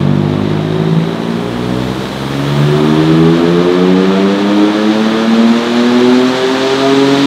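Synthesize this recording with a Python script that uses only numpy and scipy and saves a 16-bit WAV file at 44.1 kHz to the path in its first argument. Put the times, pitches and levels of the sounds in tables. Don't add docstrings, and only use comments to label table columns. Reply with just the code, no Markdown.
import sys
import numpy as np
from scipy import signal
from scipy.fft import rfft, irfft, next_fast_len
from scipy.io import wavfile
from scipy.ndimage import map_coordinates

SR = 44100
rng = np.random.default_rng(int(sys.argv[2]) if len(sys.argv) > 2 else 0)


def output_pcm(signal):
    pcm = np.clip(np.atleast_2d(signal).T, -1, 1) * 32767
    wavfile.write(sys.argv[1], SR, np.round(pcm).astype(np.int16))


N = 320166

# columns multiple of the bank firing rate,
# level without boost/dB, level at full boost/dB, gain from lowest to top speed/dB
LOW_ORDERS = [(1.0, -39.5, -38, 13), (2.0, -15, -15.5, -1.5), (3.0, -21, -20.5, 2.5),
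              (4.0, -26, -6.5, -19.5), (5.0, -29.5, -16, -6), (6.0, -29.4, -24.5, -2.5),
              (7.0, -27.5, -26.5, 2.6)]


def amp(db):
    return 10 ** (np.asarray(db) / 20)


def unit(x):
    return x / np.sqrt(np.mean(x ** 2) + 1e-20)


def along(points, hz):
    f, v = np.transpose(points)
    return np.interp(np.log(hz + 1), np.log(f + 1), v)


def curves(rows):
    s, *columns = np.transpose(rows)
    return [np.interp(np.arange(N) / SR, s, column) for column in columns]


def wobble(rate):
    knots = rng.standard_normal(int(N * rate / SR) + 4)
    coarse = np.linspace(0, N, N // 16)
    smooth = map_coordinates(knots, [coarse * rate / SR])
    return np.interp(np.arange(N), coarse, smooth)


def filtered(x, response):
    size = next_fast_len(N + SR // 2)
    hz = np.fft.rfftfreq(size, 1 / SR)
    return irfft(rfft(x, size) * response(hz), size)[:N]


def noise(spectrum):
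    return unit(filtered(rng.standard_normal(N), lambda hz: amp(along(spectrum, hz))))


def angle_of(hz):
    return 2 * np.pi * np.cumsum(hz) / SR


def lift(modes, hz):
    return sum(db / (1 + 2j * (hz - centre) / width) for centre, width, db in modes)


def brighten(x, corner_hz, db):
    above = filtered(x, lambda hz: hz ** 6 / (hz ** 6 + corner_hz ** 6))
    return x + (amp(db) - 1) * above


def workshop(x, wet_db):
    # columns f/Hz, time/s
    decay = [(60, 0.35), (1500, 0.55), (15000, 0.05)]
    hz, t, z = signal.stft(rng.standard_normal(SR // 2), SR, nperseg=256)
    t60 = along(decay, hz)[:, None]
    dying = z * amp(-60 * t / t60) / np.sqrt(t60)
    tail = signal.istft(dying, SR, nperseg=256)[1]
    echo = signal.fftconvolve(x, tail / np.linalg.norm(tail))[:N]
    return (x + amp(wet_db) * echo) / np.hypot(1, amp(wet_db))


def room_response(hz, odd):
    # columns f/Hz, even orders/dB, odd orders/dB
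    room_colour = [(48.0, -2.5, -8), (62.6, 2.3, 8.7), (91, -10, -4), (155, 3.5, 2), (196, 5, 0.5),
                   (248.4, 9, 7), (316, 3, 4), (337.4, 2.5, -1.5), (384.5, 0.6, 1.5), (518, -4.5, -6),
                   (945, -9.5, -9.5)]
    # columns f/Hz, width/Hz, even lift/dB, odd lift/dB
    room_modes = [(145.8, 6.4, 8, 2.0), (164.4, 4.4, 6, 8.6), (231.5, 3.9, 5.5, 6.4), (280, 1.2, 6.5, 0.0),
                  (310.2, 6.1, -0.5, 6.7), (323.1, 2, 1.5, 8.5), (374.4, 12.6, -2, 6.7),
                  (407.5, 3, -11, 3.9), (679, 6.3, 4.0, 9.0)]
    # columns f/Hz, width/Hz, even lift/dB, odd lift/dB
    room_nulls = [(57.6, 2.0, -14, -19.6), (91.7, 10.3, -6, -5.5), (112.5, 11.7, -15.5, -16.9),
                  (131.6, 4.5, -8.5, -10.0), (152, 1.5, -3.5, -11.3), (169.4, 1.8, -17.5, -8.6),
                  (178.8, 2.5, -19, -6.8), (200.6, 0.99, -12, -1.8), (210.3, 6.1, -7.5, -10.1),
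                  (223.8, 1.7, -4.5, -6.6), (236.9, 4, -8, -15.5), (258.9, 2.3, -19.5, -14.1),
                  (266.7, 6.5, -13, -5.9), (288.8, 4.9, -11.5, -8.0), (298.2, 5.5, -16.5, -2.2),
                  (383, 1.7, 2, -7.9)]
    # columns f/Hz, strength beside the early sound
    late_strength = [(150, .04), (370, 0.13), (415, 0.63), (520, 0.8), (900, 0.8)]
    # columns f/Hz, spread/rad
    late_spread = [(300, 0.54), (540, 1.6), (680, 2.2)]
    late_s, ripple_step_hz = .0868, 17
    phase_turn = 0.52
    late_gain_db = 1.24

    colour = np.array(room_colour)[:, [0, 1 + odd]]
    modes = lift(np.array([*room_modes, *room_nulls])[:, [0, 1, 2 + odd]], hz)
    early = amp(along(colour, hz) + modes.real + 1j * phase_turn * modes.imag)
    scatter = map_coordinates(rng.standard_normal(size=512), [hz / ripple_step_hz])
    late = np.exp(1j * (along(late_spread, hz) * scatter - 2 * np.pi * hz * late_s))
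    ripple = along(late_strength, hz)
    return early * (1 + ripple * late) * amp(late_gain_db * ripple)


def boom(angle, bank_hz, revs, boost, drift, flutter_db):
    # columns t/s, level/dB
    note_level = [(0.0, 6.2), (0.9, 0.5), (1.5, -1.3), (1.8, -0.8), (2.1, -6), (2.9, -2.4), (3.9, 0.9),
                  (4.3, -1.5), (5.7, -2.5), (6.1, -0.7), (6.5, -0.0), (7.26, 1)]
    note_db, = curves(note_level)
    grid = np.linspace(20, 1100, 4096)
    rooms = room_response(grid, 0), room_response(grid, 1)
    pulses = np.zeros(N)
    for multiple, unboosted_db, boosted_db, speed_db in LOW_ORDERS:
        k = round(multiple)
        engine_db = unboosted_db + (boosted_db - unboosted_db) * boost + speed_db * revs
        db = note_db + engine_db + flutter_db * wobble(45)
        tone = amp(db) * np.exp(1j * (k * angle + drift * wobble(1.94)))
        room_gain = np.interp(k * bank_hz, grid, rooms[k % 2])
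        pulses -= (tone * room_gain).imag
    return np.sqrt(2) * pulses


def growl(angle, count, size):
    # columns multiple of the bank firing rate, level/dB
    upper = [(8, 6.5), (9, 10.5), (10, 5), (12, 10.5), (16, 9.5), (30, 6)]
    # columns f/Hz, level/dB
    pipe_colour = [(40, -86), (110, -38.5), (190, -33.5), (310, -35), (450, -34), (600, -36), (900, -39.5),
                   (1300, -46), (2000, -47.5), (3500, -46), (5000, -77)]
    # columns f/Hz, width/Hz, lift/dB
    pipe_modes = [(437, 41, 3.5), (557, 53, 2), (682, 35, 5.5), (928, 39, 5.5), (1250, 180, 7.5),
                  (1714, 144, 6.5)]
    n = np.arange(count)
    order = n / 3
    above_boom = order > len(LOW_ORDERS)
    whole_orders = amp(along(upper, order)) * above_boom
    strength = np.where(n % 3 > 0, 1, whole_orders)
    random_phase = np.exp(2j * np.pi * rng.random(count))
    cycle = irfft(strength * random_phase, size) * size / 2
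    turns = angle / (6 * np.pi)
    wave = np.interp(turns, np.arange(size) / size, cycle, period=1)
    return filtered(wave, lambda hz: amp(along(pipe_colour, hz) + lift(pipe_modes, hz).real))


def puffs(angle, depth, firing_depth):
    return unit(np.exp(depth * np.cos(angle) + firing_depth * np.cos(2 * angle)))


def gas_level(law, revs, boost):
    base_db, speed_db, boost_db = law
    return base_db + speed_db * revs + boost_db * boost


def gas(angle, revs, boost):
    # columns f/Hz, relative level per Hz/dB
    roar_colour = [(15, -60), (35, -36), (55, -11), (90, -4.5), (160, -2.5), (300, 6.5), (520, -4.5),
                   (900, -0.5), (1400, -4), (2000, -11), (2800, -13), (4500, -25), (9000, -64)]
    rasp_colour = [(700, -31), (1600, 0), (2300, -4), (2800, -5.5), (3300, 0.5), (3950, 0), (4400, -5.5),
                   (5000, -11), (6200, -14.5), (8000, -23.5), (11000, -44), (16000, -55)]
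    hiss_colour = [(2500, -37), (5000, 6.5), (7000, 2), (9000, 0), (10500, -3), (12500, -5), (15500, -11.5)]
    # level at lowest speed/dB, gain up to top speed/dB, gain at full boost/dB
    roar_law = (-24, 1.74, 0.95)
    # columns t/s, level/dB
    rasp_level = [(0.05, -32), (1.41, -31.5), (2.71, -26.5), (4.22, -27.5), (7.16, -22), (7.22, -22.5)]
    hiss_level = [(0.0, -52), (0.02, -57.5), (1.09, -53.5), (1.98, -48.5), (2.63, -47), (3.92, -53),
                  (7.18, -49), (7.26, -50)]
    rasp_trim_db, hiss_trim_db = 0.4, 7

    roar_db = gas_level(roar_law, revs, boost) + 0.6 * wobble(25)
    rasp_db = curves(rasp_level)[0] + rasp_trim_db + 0.75 * wobble(30)
    hiss_db = curves(hiss_level)[0] + hiss_trim_db
    chug = .26 - .13 * revs
    roar = amp(roar_db) * noise(roar_colour) * puffs(angle, chug, firing_depth=0.11)
    rasp = amp(rasp_db) * noise(rasp_colour) * puffs(angle, chug / 2, firing_depth=.14)
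    hiss = amp(hiss_db) * noise(hiss_colour)
    thinning_db = 5 * revs
    roar = amp(-thinning_db) * brighten(roar, corner_hz=150, db=thinning_db)
    roar = brighten(roar, corner_hz=1090, db=-6.0 + 10.3 * revs)
    rasp = amp(-3 * revs) * brighten(rasp, corner_hz=2900, db=-3.0 + 6.4 * revs)
    rasp = brighten(rasp, corner_hz=4900, db=-2.5 + 5.2 * revs)
    return roar + rasp + hiss


def gears(angle, revs):
    # columns multiple of the bank firing rate, level at lowest speed/dB,
    # level at top speed/dB
    whines = [(59, -55, -51), (71, -50, -72), (82, -67, -56.5), (96, -74, -63.5)]
    # columns f/Hz, width/Hz, lift/dB
    casing = [(3780, 330, 12)]
    mesh = np.zeros(N)
    for k, low_db, top_db in whines:
        level = amp(low_db + (top_db - low_db) * revs)
        mesh += level * np.sin(k * angle + rng.uniform(0, 2 * np.pi))
    return np.sqrt(2) * filtered(mesh, lambda hz: amp(lift(casing, hz).real))


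def turbo(waver):
    # columns t/s, f/Hz, level/dB
    whistle = [(1.5, 10900, -78), (1.85, 12130, -61), (2.05, 12930, -60), (2.55, 15000, -54),
               (2.8, 15780, -59), (3.3, 16300, -63)]
    hz, db = curves(whistle)
    return np.sqrt(2) * amp(db) * np.sin(angle_of(hz * (1 + waver * wobble(500))))


def scene():
    # columns t/s, firing rate of one bank/Hz
    speed = [(0.0, 47.88), (0.66, 52.39), (1.32, 57.55), (1.98, 64.56), (2.31, 68.77), (2.64, 73.25),
             (3.3, 82.76), (4.29, 98.76), (4.95, 108.5), (5.94, 122.2), (6.27, 127.6), (6.93, 137),
             (7.26, 140)]
    first_firing_s = .0125
    bank_hz, = curves(speed)
    boost, = curves([(2.1, 0), (2.74, 1)])
    revs = (bank_hz - bank_hz.min()) / np.ptp(bank_hz)
    angle = angle_of(bank_hz) - 2 * np.pi * bank_hz[0] * first_firing_s

    drift = 1 * np.sqrt(revs)
    low_exhaust = boom(angle, bank_hz, revs, boost, drift, flutter_db=1.62)
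    shaky = angle + 0.0086 * wobble(30)
    pipes = amp(3.15 * (revs - 1)) * growl(shaky, count=180, size=8192)
    pipes = brighten(pipes, corner_hz=503, db=-9.0 + 7.93 * boost)
    exhaust = low_exhaust + workshop(pipes, wet_db=-1)
    whine = gears(angle + 0.028 * wobble(200), revs) + turbo(waver=.006)
    return (exhaust + gas(angle, revs, boost) + workshop(whine, wet_db=12))[None]


def record(dry):
    top_hz, fade_s = 15750, .004
    x = amp(0.55) * dry[0]
    flattened = x / (1 + np.abs(x / 1.01) ** 6) ** (1 / 6)
    faded = flattened * signal.windows.tukey(N, 2 * fade_s * SR / N)
    return filtered(faded, lambda hz: (hz < top_hz) * hz ** 2 / (hz ** 2 + 25 ** 2))[None]


dry = scene()
out = record(dry)
output_pcm(out)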